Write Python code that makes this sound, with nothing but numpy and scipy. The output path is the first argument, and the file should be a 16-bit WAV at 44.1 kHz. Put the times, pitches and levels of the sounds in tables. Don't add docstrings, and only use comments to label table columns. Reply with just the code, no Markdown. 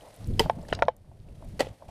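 import sys
import numpy as np
from scipy import signal
from scipy.fft import rfft, irfft, next_fast_len
from scipy.io import wavfile
from scipy.ndimage import uniform_filter1d, map_coordinates

SR = 44100
rng = np.random.default_rng(int(sys.argv[2]) if len(sys.argv) > 2 else 0)


def gain_from_decibels(decibels):
    exponent = np.asarray(decibels, float) / 20
    return 10 ** exponent


def dump(signal):
    limited = np.clip(np.atleast_2d(signal).T, -1, 1)
    pcm = np.round(limited * 32767).astype(np.int16)
    wavfile.write(sys.argv[1], SR, pcm)


N = 83790


def unit(x):
    return x / np.sqrt(np.mean(x ** 2) + 1e-20)


def curve(rows):
    times, levels = np.transpose(rows)
    return gain_from_decibels(np.interp(np.arange(N) / SR, times, levels))


def wobble(rate):
    knots = rng.standard_normal(int(N * rate / SR) + 4)
    return map_coordinates(knots, [np.arange(N) * rate / SR])


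def noise(tone, grain_db, rate):
    size = next_fast_len(N + 8192)
    hz, levels = np.transpose(tone)
    bins = np.fft.rfftfreq(size, 1 / SR)
    gain = gain_from_decibels(np.interp(np.log(bins + 1), np.log(hz + 1), levels))
    lumpy = rng.standard_normal(N) * gain_from_decibels(grain_db * wobble(rate))
    return unit(irfft(rfft(lumpy, size) * gain, size)[:N])


def burst(start, db, t60):
    age = np.maximum(np.arange(N) / SR - start, 0)
    return gain_from_decibels(db - 60 * age / t60) * (1 - np.exp(-age * 1500))


def snaps(table, t60, wide):
    out, t = np.zeros(N + SR), np.arange(1024) / SR
    bins = np.fft.rfftfreq(1024, 1 / SR)
    for start, db, hz in table:
        band_gain = np.exp(-(np.log((bins + 1) / hz) / wide) ** 2)
        band = unit(irfft(rfft(rng.standard_normal(1024)) * band_gain))
        out[round(start * SR):][:len(t)] += gain_from_decibels(db - 60 * t / t60) * band
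    return out[:N]


def struck(modes, hits, rise, late_db, early_t60, rough, press_s=0):
    out, t = np.zeros(N + SR), np.arange(SR // 4) / SR
    age = np.maximum(t - press_s, 0)
    contact = gain_from_decibels(late_db) + gain_from_decibels(-60 * age / early_t60)
    for start, db, corner_hz in hits:
        kicks = uniform_filter1d(rng.standard_normal((len(modes), len(t))), size=100, axis=1)
        drift = rough * np.cumsum(kicks, axis=1) / np.sqrt(SR)
        ring = np.zeros(len(t))
        for k, (hz, level, t60) in enumerate(modes):
            dulling = 1 + (hz / corner_hz) ** 2
            build_up = (1 - np.exp(-t * hz / rise)) ** 2
            if press_s:
                wave = np.cos(2 * np.pi * hz * (t - press_s) + drift[k])
            else:
                wave = (-1) ** k * np.sin(2 * np.pi * hz * t + drift[k])
            ring += gain_from_decibels(level - 60 * age / t60) / dulling * build_up * wave
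        out[round(start * SR):][:len(t)] += gain_from_decibels(db) * ring * contact
    return out[:N]


def handling_rumble():
    # (time [s], level [dB])
    movement = [(0, -55), (.17, -61), (.23, -36.5), (.3, -29.5), (.38, -32.5), (.46, -29), (.53, -41),
                (.6, -36), (.66, -43), (.75, -38), (.87, -45), (.96, -57.5), (1.12, -49), (1.52, -42.5),
                (1.68, -43), (1.78, -60), (1.9, -44.5)]
    # (frequency [Hz], level [dB])
    tone = [(12, -23.5), (20, 2), (53, -3.5), (98, -1), (220, -11), (276, -16), (500, -25.5), (650, -52.5),
            (1100, -120)]
    return curve(movement) * noise(tone, grain_db=2.0, rate=38)


def wind():
    # (time [s], level [dB])
    gusts = [(0, -53), (.08, -50.5), (.17, -55.5), (.55, -52.5), (.59, -53), (.65, -53.5), (.76, -41.5),
             (1, -68), (1.12, -66), (1.2, -66.5), (1.5, -58.5), (1.78, -62), (1.9, -52)]
    # (frequency [Hz], level [dB])
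    tone = [(150, -77), (250, -25), (294, -3.5), (338, -15), (583, -3), (873, -12), (1600, -32),
            (2080, -27), (3520, -120)]
    return curve(gusts) * noise(tone, grain_db=3.5, rate=25)


def jacket_rustle():
    # (time [s], level [dB])
    strokes = [(0, -61.5), (.36, -60.5), (.55, -66), (.63, -62.5), (.72, -60.5), (.74, -80.5), (.765, -74),
               (.78, -65.5), (.82, -71), (.92, -79), (1.09, -75), (1.3, -71), (1.5, -64.5), (1.9, -69)]
    # (frequency [Hz], level [dB])
    tone = [(600, -42.5), (1000, -3.5), (2000, -3.5), (4460, -6), (7240, -11.5), (9430, -7.5), (13600, -17),
            (15600, -29)]
    return curve(strokes) * noise(tone, grain_db=1.5, rate=120)


def small_snaps():
    # (time [s], level [dB], frequency [Hz])
    fabric = [(.009, -49, 3080), (.086, -52, 9050), (.142, -52, 9000), (.1416, -56, 2900),
              (.338, -56, 3500), (.511, -53, 8900), (.6086, -57, 3120), (.616, -54, 5000),
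              (.628, -52, 8000), (0.651, -49, 1750), (.7, -49, 3000), (.706, -50, 8200), (.712, -48, 2000),
              (.883, -53, 11400), (1.287, -56.5, 2300), (1.346, -59, 2300), (1.353, -55.5, 3100),
              (1.67, -46, 2900), (1.687, -57, 8300)]
    # (time [s], level [dB], frequency [Hz])
    clicks = [(.1625, -47.5, 9500), (.244, -48, 5000), (.2728, -44.5, 9000), (.6845, -42, 5100),
              (.6875, -49, 6500), (.732, -40, 4800), (.7347, -36, 5000), (.7488, -39.5, 4500),
              (.7503, -33.5, 4470), (.7905, -41.5, 2300), (.7986, -50, 4300), (.829, -47, 5500),
              (.8335, -49, 5000), (.8531, -50.5, 3800), (.874, -56, 3800), (.966, -53.5, 9500),
              (1.201, -62, 3500), (1.447, -54, 10200), (1.488, -58, 9500)]
    return snaps(fabric, t60=0.012, wide=0.17) + snaps(clicks, t60=0.0088, wide=0.48)


def housing_rattle():
    starts = [.4975, .727, .79, .8225, .883]
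    levels = [-40, -30, -46.5, -35, -44]
    # (frequency [Hz], level [dB])
    tone = [(400, -44.5), (1200, 4), (4000, -9.5), (6500, -24.5), (9000, -43.5)]
    buzz = sum(burst(s, db, 0.035) + burst(s, db - 15.5, 0.16) for s, db in zip(starts, levels))
    return buzz * noise(tone, grain_db=0.0, rate=700)


def ice():
    starts = [
        .394,
        .6845,
        1.5935,
        1.605,
        1.882,
    ]
    # (level [dB], crack t60 [s], tail level re crack [dB], tail t60 [s])
    breaks = [(-20, 0.059, -11.5, 0.2), (-42, 0.03, -3, 0.19), (-32, 0.089, -6, 0.25),
              (-23, 0.034, -21, 0.23), (-56, 0.27, -3, .3)]
    # (frequency [Hz], level [dB])
    tone = [(150, -49), (450, -12), (800, -10), (1200, -22), (3000, -20.5), (5000, -26), (8000, -29),
            (15000, -38.5)]
    chip_tone = [(hz, db - 3 * max(np.log2(hz / 3000), 0)) for hz, db in tone]
    crack, fall = np.zeros(N), np.zeros(N)
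    for start, (db, crack_t60, tail_db, tail_t60) in zip(starts, breaks):
        crack += burst(start, db, crack_t60)
        fall += burst(start, db + tail_db, tail_t60)
    clumps = gain_from_decibels(1.8 * wobble(70))
    crunch = crack * noise(tone, grain_db=-0.5, rate=1100)
    return crunch + fall * clumps * noise(chip_tone, grain_db=2.0, rate=500)


def hanging_gear():
    # (frequency [Hz], level [dB], t60 [s])
    gear = [(3500, -7, .06), (4000, 3, .07), (4630, -7.5, .09), (5004, -1, 0.078), (5640, -3.5, 0.072),
            (6500, -12, .1), (8100, -13, 0.052), (9500, -13, 0.047)]
    gear_ring = [(2789, 2, .09), (2950, -3.5, .1), (3650, -4.5, .11), (3946, -7.5, .13), (4732, -2, .1),
                 (4850, 0.5, .1), (5243, -3.5, 0.093), (5507, -1.5, .08), (6492, -5, .07), (8100, -10, .05),
                 (9600, -11.5, .05)]
    # (time [s], level [dB], dulling corner [Hz])
    jingles = [(.7322, -42, 7000), (.7347, -36, 14000), (.7488, -42, 14000), (.7505, -34, 9000)]
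    rings = [(.7347, -56, 20000), (0.7507, -52.5, 14000)]
    return struck(gear, jingles, 1.6, -24, 0.0098, 40) + struck(gear_ring, rings, 2.4, 0.1, 0.01, 4.7)


def crampon():
    # (frequency [Hz], level [dB], t60 [s])
    points = [(295, -2, 0.023), (508, 2, 0.039), (800, -8.5, 0.055), (1306, -20.5, 0.041),
              (1943, -11.5, 0.053), (3020, -12.5, 0.025), (4560, -6.5, .012), (7880, -9.5, 0.0074)]
    # (time [s], level [dB], dulling corner [Hz])
    kick = [(1.5935, -27, 4000), (1.598, -25.5, 9000), (1.6018, -24, 6000), (1.6055, -13.5, 9000),
            (1.6121, -29.5, 5000), (1.617, -27, 2000), (1.628, -30.5, 1800), (1.646, -35.5, 1500),
            (1.668, -29.5, 1000)]
    return struck(points, kick, 0.52, -3.5, 0.042, 15.2)


def ice_tool():
    # (frequency [Hz], level [dB], t60 [s])
    pick = [(279, -7.5, 0.086), (441, 1, 0.074), (922, -4, 0.06), (1962, -10.5, 0.034), (3090, 2.5, 0.014),
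            (4915, -2, 0.016), (8160, -9.5, .012), (12000, -16.5, 0.015)]
    shaft = [(2100, -5, .12), (3180, 0.5, 0.21), (4550, 1, 0.18), (4950, -1.5, .15), (7300, -8.5, .12),
             (10300, -11, .15), (11900, -1.5, 0.18)]
    # (time [s], level [dB], dulling corner [Hz])
    bite = [(0.395, -12, 13910), (0.3966, -20.5, 4954), (0.398, -15.5, 3000), (0.4035, -13, 1200),
            (0.4096, -27.5, 800)]
    quiver = [(.4, -43, 20000)]
    return struck(pick, bite, 0.52, -6, 0.022, 8.4) + struck(shaft, quiver, 30, 0.1, 0.01, 25)


def soft_contacts():
    # (frequency [Hz], level [dB], t60 [s])
    tap = [(644, 1.5, 0.052), (876, -2, .05), (1110, -8.5, 0.02), (1450, -12.5, 0.027)]
    thud = [(117, -2, 0.1), (215, 0.5, 0.055)]
    # (time [s], level [dB], dulling corner [Hz])
    taps = [(.034, -44, 600), (.067, -42, 600), (.077, -37, 800), (.458, -25.5, 3000), (.586, -35, 700),
            (0.7912, -27, 894), (.861, -32, 700), (1.045, -56, 3000), (1.114, -44.5, 900),
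            (1.423, -43.5, 3000), (1.466, -50, 700), (1.8215, -32, 800), (1.888, -35, 900)]
    thuds = [(.402, -18, 350), (.57, -31.5, 600), (.583, -30, 600), (.72, -26, 540), (0.76, -39.5, 400),
             (.852, -31.5, 300)]
    return struck(tap, taps, 1.0, -4, 0.03, 16) + struck(thud, thuds, 0.2, -4.5, 0.058, 15)


def helmet_shell():
    # (frequency [Hz], level [dB], t60
    # [s])
    crown = [(560, 1, 0.013), (704, -1, 0.028), (872, -5, 0.054), (1033, -5.5, 0.015), (1803, -23.5, 0.03),
             (2290, -30, 0.022)]
    brim = [(583, -11, 0.075), (700, 14.5, 0.0083), (690, -13, .05), (914, -0.5, .028), (1120, -1.5, .013),
            (1384, 0, 0.015), (1940, -22.5, 0.028), (2146, -11.5, .009)]
    nape = [(516, -0.5, 0.034), (682, -0.5, 0.028), (864, -8.5, 0.054), (1035, -7, 0.023),
            (1994, -29, .008), (3050, -40, 0.092)]
    mount = [(418, 3, 0.016), (646, 2.5, 0.021), (1000, -13.5, .06), (1475, -11.5, .03),
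             (1800, -8.5, 0.0064), (2940, -12, .007), (4100, -28, .008)]
    shell_highs = [(1700, 6, .02), (2254, 0, 0.021), (3300, -2.5, .015), (3750, -6, 0.015), (5570, -6.5, .014)]
    # (time [s], level [dB],
    # dulling corner [Hz])
    crown_knocks = [(0.496, -21, 20000)]
    brim_knocks = [(0.82244, -13, 20000), (0.8289, -41.5, 9140)]
    nape_knocks = [(0.8815, -18, 20000)]
    mount_knocks = [(0.6872, -36, 2500), (0.7258, -11, 20000), (.7892, -32, 4000)]
    high_knocks = [(0.4973, -29.5, 8900), (0.8227, -22.5, 7000), (0.8834, -29.5, 8940)]
    shell = struck(brim, brim_knocks, 1.27, 5, 0.05, 3, press_s=0.00044)
    shell += struck(crown, crown_knocks, 1.5, 5.7, 0.04, 3, press_s=0.00294)
    shell += struck(nape, nape_knocks, 1.45, 5.3, 0.045, 4.8, press_s=0.003015)
    shell -= struck(mount, mount_knocks, 1.42, -29.5, 0.0216, 2.6, press_s=0.00214)
    return shell + struck(shell_highs, high_knocks, 0.55, -3.5, 0.0096, 29)


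def scene():
    background = handling_rumble() + wind() + jacket_rustle() + small_snaps()
    steel = hanging_gear() + crampon() + ice_tool()
    helmet = soft_contacts() + helmet_shell()
    return (background + housing_rattle() + ice() + steel + helmet)[None]


def top_cut(x):
    return signal.sosfilt(signal.butter(12, 15800, fs=SR, output="sos"), x)


def record(dry):
    limited = dry / (1 + np.abs(dry / 0.52) ** 4) ** (1 / 4)
    low_pass = signal.cheby2(N=12, rs=50, Wn=15800, fs=SR, output="sos")
    return top_cut(signal.sosfilt(low_pass, limited))


dry = scene()
out = record(dry)
dump(out)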